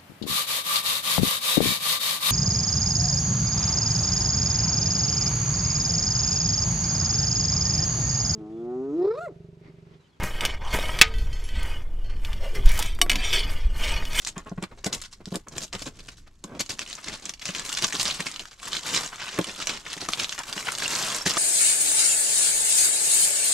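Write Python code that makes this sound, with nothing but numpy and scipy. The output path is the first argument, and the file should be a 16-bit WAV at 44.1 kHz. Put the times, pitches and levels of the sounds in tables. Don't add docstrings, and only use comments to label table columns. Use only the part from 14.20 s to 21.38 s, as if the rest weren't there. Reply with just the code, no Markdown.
import sys
import numpy as np
from scipy import signal
from scipy.fft import rfft, irfft
from scipy.io import wavfile
from scipy.ndimage import uniform_filter1d

SR = 44100
rng = np.random.default_rng(int(sys.argv[2]) if len(sys.argv) > 2 else 0)


def generate_wav(sig):
    pcm = np.round(np.clip(np.atleast_2d(sig).T, -1, 1) * 32767).astype(np.int16)
    wavfile.write(sys.argv[1], SR, pcm)


N = 316544


def gain_of(db):
    return 10 ** (np.asarray(db) / 20)


def evened(x):
    return x / np.sqrt(np.mean(x ** 2) + 1e-20)


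def read(points, hz):
    f, value = np.transpose(points)
    return np.interp(np.log(hz + 1), np.log(f + 1), value)


def add(mix, s, sound):
    part = mix[round(s * SR):][:len(sound)]
    part += sound[:len(part)]


def smoothed(x, length):
    return uniform_filter1d(uniform_filter1d(x, length), length)


def high_pass(x, hz, order):
    return signal.sosfilt(signal.butter(order, hz, "high", fs=SR, output="sos"), x)


def colour(x, points, size=2048):
    db = np.maximum(read(points, abs(np.fft.fftfreq(size, 1 / SR))), -100)
    log_gain = db * np.log(10) / 20
    taps = np.fft.ifft(np.exp(np.conj(signal.hilbert(log_gain)))).real[:size // 2]
    return signal.oaconvolve(x, taps / np.linalg.norm(taps))[:len(x)]


def control(table, index):
    rows = np.array(table)
    return np.interp(np.arange(N) / SR, rows[:, 0], rows[:, index])


def band(x, hz, width):
    return signal.lfilter(*signal.iirpeak(np.clip(hz, 300, 12000), 1 / width, SR), x)


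# time in seconds, rustle level in dB.
PULL_CURVE = [(0, -66), (1.25, -72.5), (2.13, -72), (2.56, -56.5), (2.92, -47), (3.13, -53.5), (3.18, -68),
              (3.22, -48.5), (3.84, -40.5), (4.15, -44.5), (4.37, -60.5), (4.46, -35), (4.62, -45.5),
              (4.68, -30.5), (4.85, -31.5), (4.89, -47), (5.55, -42.5), (5.62, -50.5), (5.68, -44.5),
              (5.98, -39), (6.23, -48.5), (6.3, -36.5), (6.69, -35), (6.71, -27), (6.96, -29.5),
              (7.04, -40), (7.18, -27)]
# time in seconds, thinness of the rustle (0-1), cabinet brightness in dB per octave,
# share of the pull that shakes the cabinet in dB.
SHEET_CURVE = [(0, 0.3, -0.2, -1), (2.2, 0.18, -5, -3.5), (3.2, 0, -1, -15), (7.18, 0, 0.6, -18.5)]
# start in seconds, length in seconds, level in dB, brightest Hz, shaking of the cabinet in dB.
RIP_EVENTS = [(0.0, 0.036, -46, 5000, -72), (0.059, 0.032, -31.5, 4570, -47.5),
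              (0.156, 0.038, -41, 1000.0, -44), (0.258, 0.029, -47, 990, -42.5),
              (0.375, 0.01, -63, 900.0, -38), (0.419, 0.025, -36.5, 1180, -42),
              (0.509, 0.025, -55, 1000.0, -46.5), (0.572, 0.027, -52.5, 3000.0, -50),
              (0.638, 0.012, -39, 3000, -44), (0.654, 0.02, -28, 5900.0, -30),
              (0.689, 0.071, -56, 900, -45.5), (0.724, 0.03, -28, 5850, -45),
              (0.764, 0.042, -51, 4000, -74), (0.815, 0.014, -38.5, 7600.0, -70),
              (0.833, 0.027, -44, 3000, -70), (0.906, 0.041, -45.5, 4080, -81),
              (1.002, 0.015, -56, 900.0, -44.5), (1.066, 0.022, -50, 5000.0, -53),
              (1.101, 0.031, -46.5, 5000, -64), (1.137, 0.025, -38, 9000.0, -33.5),
              (1.265, 0.023, -47, 880, -45), (1.303, 0.078, -48.5, 4000, -45),
              (1.363, 0.025, -41, 7000.0, -44), (1.4, 0.048, -35.5, 5800.0, -46),
              (1.523, 0.041, -34.5, 2100, -37), (1.568, 0.046, -43, 4000, -64),
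              (1.616, 0.012, -33.5, 5870, -39.5), (1.655, 0.03, -38, 4300, -37),
              (1.737, 0.04, -55.5, 4000, -59), (1.784, 0.027, -45.5, 3230, -52),
              (1.82, 0.062, -54.5, 6000, -62), (1.881, 0.011, -39, 2700.0, -43.5),
              (1.895, 0.048, -53.5, 4000, -69), (1.968, 0.025, -52, 6400.0, -78),
              (2.061, 0.02, -53, 1300.0, -57), (2.237, 0.012, -43.5, 6500.0, -38.5),
              (2.255, 0.045, -66, 900, -53), (2.285, 0.092, -60, 700.0, -40),
              (2.342, 0.037, -56, 3000, -55), (2.392, 0.025, -25, 5600.0, -36),
              (2.491, 0.019, -28, 4930, -40), (2.517, 0.024, -45.5, 4000, -44.5),
              (2.585, 0.044, -35.5, 3020, -45.5), (2.667, 0.076, -40.5, 3900, -60),
              (2.778, 0.022, -41, 1320, -71), (2.826, 0.02, -37.5, 3700.0, -67),
              (2.858, 0.049, -34, 2940, -42), (2.919, 0.034, -35.5, 3280, -47),
              (3.01, 0.076, -43, 3420, -54), (3.087, 0.018, -41, 6200.0, -48),
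              (3.212, 0.018, -35, 3600.0, -62), (3.244, 0.061, -32, 3950, -51),
              (3.324, 0.089, -34.5, 2970, -46.5), (3.437, 0.026, -34, 7560, -51),
              (3.476, 0.03, -32.5, 7000.0, -54), (3.518, 0.023, -32, 7000.0, -51),
              (3.559, 0.047, -30, 3150, -53), (3.612, 0.044, -23, 3240, -37.5),
              (3.725, 0.039, -28.5, 3520, -43), (3.781, 0.044, -24.5, 5270, -44),
              (3.839, 0.075, -27, 3330, -42.5), (3.935, 0.032, -35.5, 5300.0, -54),
              (3.991, 0.018, -31.5, 2360, -40), (4.057, 0.02, -27, 4070, -41.5),
              (4.129, 0.026, -43, 3100.0, -64), (4.19, 0.032, -40, 3380, -49.5),
              (4.307, 0.031, -49.5, 3170, -65), (4.512, 0.074, -31.5, 3200, -51),
              (4.723, 0.06, -23, 3260, -42), (4.905, 0.043, -38, 1020, -61), (4.975, 0.076, -34, 1940, -55),
              (5.064, 0.031, -32.5, 2180, -54), (5.118, 0.067, -38, 3000, -48.5),
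              (5.173, 0.027, -33, 1400, -40), (5.257, 0.053, -36, 3230, -44),
              (5.379, 0.053, -31, 2780, -46.5), (5.471, 0.058, -31.5, 3300.0, -43.5),
              (5.523, 0.044, -39.5, 2940, -48), (5.642, 0.044, -37.5, 1880, -53),
              (5.694, 0.045, -34.5, 3140, -55), (5.801, 0.038, -33.5, 3380, -50),
              (5.885, 0.0092, -40, 1090, -40), (5.971, 0.065, -28.5, 3480, -45.5),
              (6.119, 0.014, -33.5, 2700.0, -57), (6.179, 0.031, -32.5, 1220, -49),
              (6.288, 0.013, -46, 4000, -60), (6.466, 0.028, -25, 1200.0, -46),
              (6.611, 0.051, -29.5, 2820, -46), (7.054, 0.029, -20.5, 4470, -38),
              (7.09, 0.025, -30, 4500, -46), (7.168, 0.028, -23.5, 2000.0, -32)]
DULL_DB_PER_OCTAVE = 2


def film(width=2.43, broad_db=-4):
    rustle = creases()
    thinness = np.clip(control(SHEET_CURVE, index=1), 0, 1)
    rustle = rustle - thinness * band(rustle, 2750, 1.0)
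    out = rustle * gain_of(control(PULL_CURVE, index=1))
    for s, length_s, db, hz, _ in RIP_EVENTS:
        shape = surge(length_s)
        at = round(s * SR) + 5000 + np.arange(len(shape))
        piece = rustle.take(at, 1, mode="wrap")
        crackle_db = broad_db + DULL_DB_PER_OCTAVE * np.log2(hz / 4000)
        ringing = band(band(piece, hz, width), hz, width)
        piece = evened(ringing) + gain_of(crackle_db) * evened(piece)
        piece /= np.sqrt(np.mean((shape * piece) ** 2) / np.mean(shape ** 2))
        for port in range(len(out)):
            add(out[port], s, gain_of(db) * shape * piece[port])
    return out


SETTLE_DB, SETTLE_T60_S = -14, 0.18


def surge(length_s, rise=0.28, fall=0.49):
    shortest_s = max(length_s, .005)
    t = np.arange(round((3 * shortest_s + .2) * SR)) / SR
    along = t / shortest_s
    end = np.exp(-np.maximum(along - .6, 0) ** 2 / fall ** 2)
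    settling = gain_of(SETTLE_DB - 60 * np.maximum(t - length_s, 0) / SETTLE_T60_S)
    return (1 - np.exp(-along / rise)) * np.maximum(end, settling)


# frequency in Hz, density in dB per Hz.
FILM_COLOUR = [(290, -12), (500, -7.5), (853, -6), (1090, -2), (1210, -3), (1840, -5), (2450, -5.5),
               (2750, -4), (3000, -4), (7560, -5.5), (12200, -22), (15800, -42)]
# time in seconds, level in dB on the scale of hiss_db.
HIGH_HISS_CURVE = [(0, -1), (0.7, -6), (1.2, 3), (1.9, 2), (2.4, -7), (3.2, -5), (3.8, 5), (4.3, -12),
                   (5.6, -12), (6.1, 0.5), (6.8, 1.5), (7.18, -11)]
HIGH_HISS_HZ = 9800
SMOOTH_FROM_DB, SMOOTH_PER_DB = -33.5, 0.3


def creases(per_s=4200, spread_db=3.5, clump_db=4.0, hiss_db=-9, count=24):
    clumps = evened(smoothed(rng.standard_normal(N), 150))
    hard_db = np.maximum(control(PULL_CURVE, index=1) - SMOOTH_FROM_DB, 0)
    clump_level_db = clump_db * clumps * np.clip(1 - SMOOTH_PER_DB * hard_db, 0, 1)
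    size = gain_of(spread_db * np.minimum(rng.exponential(1, N), 4) + clump_level_db)
    size *= rng.choice([-1., 1.], N) * (rng.random(N) < per_s / SR)
    kind = rng.integers(0, count, N)
    t, out = np.arange(400) / SR, np.zeros((2, N))
    for k, hz in enumerate(np.geomspace(600, 13000, count)):
        ring = np.sin(2 * np.pi * hz * t) * np.exp(-t * hz / 2.2)
        rung = signal.oaconvolve(size * (kind == k), ring * np.sqrt(hz) / np.linalg.norm(ring))[:N]
        out += rung * gain_of(rng.standard_normal() * np.array([[1], [-1]]))
    sliding = gain_of(hiss_db + clump_level_db) * rng.standard_normal(N)
    high_hiss = high_pass(rng.standard_normal((2, N)), HIGH_HISS_HZ, order=4)
    sliding = sliding + gain_of(control(HIGH_HISS_CURVE, index=1) + clump_level_db) * high_hiss
    return evened(np.array([colour(port, FILM_COLOUR) for port in evened(out) + sliding]))


# time in seconds, peak in dB before port spread, brightest Hz.
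SNAP_EVENTS = [(0.0489, -16, 6000), (0.073, -15, 6400), (0.18, -24.5, 7000), (0.248, -46, 8000),
               (0.295, -33.5, 6000), (0.4262, -22.5, 9000), (0.4385, -18, 1180), (0.6446, -13, 5960),
               (0.7299, -13, 6500.0), (0.8165, -22, 7800), (0.8385, -28, 4000), (0.849, -30, 3000),
               (1.0567, -21.5, 4770), (1.1569, -13.5, 9400), (1.2846, -27.5, 7800), (1.3813, -13.5, 6900),
               (1.442, -22, 6600.0), (1.529, -17, 4000.0), (1.552, -22, 2980), (1.621, -28, 4960),
               (1.795, -34, 5000), (1.886, -28, 3000), (2.2404, -22, 7700.0), (2.351, -34, 2500),
               (2.4025, -14, 5870), (2.4625, -25.5, 4500.0), (2.4957, -19, 4800.0), (2.5925, -10, 2740),
               (2.6631, -27, 2700), (2.7113, -23, 2780), (2.729, -20, 4230), (2.7529, -21.5, 6800.0),
               (3.0552, -17, 6700.0), (3.0943, -13, 6250), (3.138, -22, 4460), (3.1956, -27.5, 4200.0),
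               (3.2555, -12.5, 3930), (3.3493, -17, 3220), (3.3958, -14, 6860), (3.4998, -19.5, 1320),
               (3.5275, -15, 7400), (3.541, -18, 5090), (3.5502, -13, 5200.0), (3.575, -14, 3020),
               (3.5912, -14.5, 2600.0), (3.6236, -9, 4800.0), (3.6405, -9, 3400.0), (3.669, -18, 10000),
               (3.6804, -18, 6800.0), (3.7252, -12, 2000.0), (3.7674, -16, 4700.0), (3.797, -12.5, 5600.0),
               (3.8175, -15, 9000), (3.83, -10, 10000), (3.8545, -9.5, 4100.0), (3.862, -14, 2500),
               (3.8797, -12.5, 5700.0), (4.0049, -10.5, 2210), (4.115, -20.5, 7700.0),
               (4.1612, -18.5, 3100.0), (4.195, -17, 3200.0), (4.21, -35, 5000), (4.255, -25.5, 1470),
               (4.312, -33, 5000), (4.331, -36, 2400), (4.3993, -30, 2680), (4.476, -26, 2000),
               (4.5313, -11.5, 3830), (4.5677, -13.5, 3500.0), (4.6714, -17, 3680), (4.739, -11, 3100),
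               (4.7461, -9, 3230), (5.1885, -11.5, 1600), (5.213, -21, 3500), (5.2435, -17.5, 3200.0),
               (5.295, -20, 2600.0), (5.4714, -6.5, 6840), (5.495, -10.5, 2200.0), (5.7308, -15.5, 3160),
               (5.768, -27, 6400.0), (5.8878, -13, 1170), (5.9346, -7, 2800.0), (5.9986, -8.5, 3040),
               (6.045, -9.5, 3470), (6.094, -12.5, 3620), (6.1257, -13.5, 2810), (6.1796, -18.5, 1900.0),
               (6.19, -15.5, 7000), (6.293, -30, 2500), (6.3275, -15.5, 3600.0), (6.5515, -12.5, 3800.0),
               (6.585, -16.5, 8800), (6.603, -16, 4230), (6.6232, -12, 1700.0), (6.7523, -11, 6300.0),
               (6.9473, -13, 7400), (6.9635, -13.5, 10000), (6.976, -18, 7940), (7.102, -11.5, 4100),
               (7.1081, -10.5, 5060), (7.1368, -14, 7600.0), (7.1698, -8, 1235)]
SECOND_RING_DB, SECOND_RING_WIDTH = -7.5, 0.21


def snaps(width=0.31, broad_db=-5, t60_s=0.011, echo_s=.0017, echo_db=-7):
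    out, t = np.zeros((2, N)), np.arange(900) / SR
    flips = SNAP_EVENTS + chance_snaps()
    noise = rng.standard_normal((len(flips), len(t) + 2))
    edge = np.zeros(len(t))
    edge[0], edge[round(echo_s * SR)] = 1, gain_of(echo_db)
    for (s, db, hz), (place, pitch, *flutter) in zip(flips, noise):
        kick = 0.15 * np.array(flutter) * gain_of(-60 * t / t60_s) + np.sign(place) * edge
        kick = band(colour(kick, FILM_COLOUR), 5370, 4.1)
        sound = evened(band(kick, hz, width)) + gain_of(broad_db) * evened(kick)
        second_ring = band(kick, 4500 * 1.6 ** pitch, SECOND_RING_WIDTH)
        sound += gain_of(SECOND_RING_DB) * evened(second_ring)
        for port, sign in enumerate((1, -1)):
            add(out[port], s, gain_of(db + 1.0 * sign * place) * sound / abs(sound).max())
    return out


CHANCE_PER_S, CHANCE_OVER_DB, CHANCE_SPREAD_DB = 8, 14.5, 11


def chance_snaps():
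    wait, size, pitch = rng.random((150, 3)).T
    s = np.cumsum(-np.log(1 - wait)) / CHANCE_PER_S
    db = np.interp(s, *np.transpose(PULL_CURVE)) + CHANCE_OVER_DB + CHANCE_SPREAD_DB * size ** 2
    hz = 2000 * 4 ** pitch
    return [row for row in zip(s, db, hz) if row[0] < N / SR]


# start in seconds, peak in dB, pitch in Hz.
CHIRP_EVENTS = [(6.655, -21.5, 2780), (7.012, -25, 5500)]
CHIRP_S = .009


def chirps():
    out, t = np.zeros(N), np.arange(round(CHIRP_S * SR)) / SR
    for s, db, hz in CHIRP_EVENTS:
        add(out, s, gain_of(db) * np.hanning(len(t)) * np.sin(2 * np.pi * hz * t))
    return out


# time in seconds, peak in dB before the bass cut, pitch of the struck panel in Hz.
BUMP_EVENTS = [(0.167, -29.5, 191), (0.315, -25.5, 172), (0.379, -24.5, 180), (0.426, -24, 186),
               (0.663, -21, 186), (1.071, -30.5, 190), (1.12, -23, 195), (1.148, -25, 250),
               (1.159, -28, 296), (1.545, -27.5, 158), (1.663, -32, 250), (2.242, -35, 191),
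               (3.289, -27.5, 220), (3.633, -30, 161), (3.741, -29.5, 288), (3.856, -31, 143),
               (4.001, -32.5, 312), (5.187, -12, 310), (5.204, -23, 250), (5.765, -32.5, 400),
               (5.819, -30, 388), (5.884, -30.5, 242), (6.365, -30.5, 332), (7.061, -19, 310)]
# frequency in Hz, relative level in dB, t60 when struck in seconds.
CABINET_MODES = [(120, -10, 0.02), (186, 3, 0.059), (312.4, 0, 0.052), (389, -0.5, 0.048),
                 (539.5, 1.5, 0.041), (663, 0.5, 0.04), (860, 0, 0.038), (1062, 3.5, 0.041),
                 (1430, 0, 0.039), (1930, -0.5, 0.028)]


def cabinet(contact_s=0.00055, focus_db=7):
    out, t = np.zeros(N), np.arange(7000) / SR
    push = np.hanning(round(contact_s * SR) + 3)
    detune = 1 + .03 * rng.standard_normal((len(BUMP_EVENTS), len(CABINET_MODES)))
    for (s, db, struck_hz), factors in zip(BUMP_EVENTS, detune):
        ring = np.zeros(len(t))
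        for (hz, mode_db, t60_s), factor in zip(CABINET_MODES, factors):
            off_db = focus_db * abs(np.log2(hz / struck_hz))
            level_db = mode_db - off_db + 2.26 * rng.standard_normal()
            ring += gain_of(level_db - 60 * t / t60_s) * np.sin(2 * np.pi * hz * factor * t)
        ring = np.convolve(ring * (1 - np.exp(-t / 0.002)), push)
        add(out, s, gain_of(db) * ring / abs(ring).max())

    shaking = gain_of(control(PULL_CURVE, index=1) + control(SHEET_CURVE, index=3))
    for s, length_s, _, _, shake_db in RIP_EVENTS:
        add(shaking, s, gain_of(shake_db) * surge(length_s))
    tugs = shaking * evened(rng.standard_normal(N) * (rng.random(N) < 2500 / SR))
    modes = [gain_of(db - 60 * t / (0.24 * t60_s)) * np.sin(2 * np.pi * hz * t)
             for hz, db, t60_s in CABINET_MODES]
    for (hz, _, _), mode in zip(CABINET_MODES, modes):
        tilted = tugs * gain_of(control(SHEET_CURVE, index=2) * np.log2(hz / 280))
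        out += signal.oaconvolve(tilted, mode / np.linalg.norm(modes))[:N]
    return high_pass(out, 110, order=2)


def room(x, t60_s=0.068, size=2600):
    window = np.sin(np.pi * np.arange(2 * size) / (2 * size))
    out = np.zeros((2, N + 9 * size))
    padded = np.pad(x, ((0, 0), (size, 2 * size)))
    for start in range(0, N + size, size):
        at = np.arange(40, 5980, 20) + rng.integers(0, 20, (2, 297))
        taps = np.zeros((2, 6000))
        heights = rng.choice([-1., 1.], at.shape) * gain_of(-60 * at / SR / t60_s)
        np.put_along_axis(taps, at, heights, 1)
        taps = signal.lfilter([1, -.97], [1, -.8], taps)
        stretch = window * padded[:, start:start + 2 * size]
        echo = signal.fftconvolve(stretch, taps / np.linalg.norm(taps[0]), axes=1)
        out[:, start:start + echo.shape[1]] += echo
    return out[:, size:size + N]


# frequency in Hz, relative density in dB per Hz.
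AIR_COLOUR = [(8.8, -29), (15, 45), (372, 12), (877, -17), (1030, -3), (2180, -3), (7460, -9.5),
              (9000, -31.5), (11700, -37), (19800, -120)]
# time in seconds, level in dB.
AIR_LEVEL = [(0, -52.5), (1.2, -51.5), (1.9, -47.5), (2.4, -55), (7.18, -60)]


def air():
    shared, apart, drift = rng.standard_normal((3, N))
    hz = np.fft.rfftfreq(N, 1 / SR)
    pair = rfft([shared + .08 * apart, shared - .08 * apart])
    pair = irfft(pair * gain_of(read(AIR_COLOUR, hz)), N)
    wander = evened(smoothed(drift, 3000))
    return gain_of(control(AIR_LEVEL, index=1) + 2.0 * wander) * evened(pair)


TREBLE_TAIL_HZ, TREBLE_TAIL_DB = 11100, 4.5


def scene():
    plastic = film() + snaps() + chirps()
    box = cabinet()
    treble = high_pass(plastic, TREBLE_TAIL_HZ, order=4)
    reflected = gain_of(-4.0) * plastic + gain_of(TREBLE_TAIL_DB) * treble + gain_of(-1.0) * box
    return plastic + box + room(reflected) + air()


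# frequency in Hz, left over right in dB.
PORT_LEAN = [(500, 0), (5000, -0.4), (8000, 1), (14000, 6.5)]
# frequency in Hz, lag of the left port in radians.
PORT_LAG = [(300, 0), (2900, .65), (5700, .12), (12000, .3)]
EDGE_HZ = 15950


def record(dry):
    hz, half = np.fft.rfftfreq(N, 1 / SR), np.array([[.5], [-.5]])
    lean = gain_of(read(PORT_LEAN, hz) * half)
    lag = np.exp(-1j * read(PORT_LAG, hz) * half)
    ports = irfft(rfft(dry) * lean * lag, N)
    low_pass = signal.firwin(511, EDGE_HZ, window=("kaiser", 9), fs=SR)
    return signal.oaconvolve(ports, low_pass[None], "same")


dry = scene()
out = record(dry)
generate_wav(out)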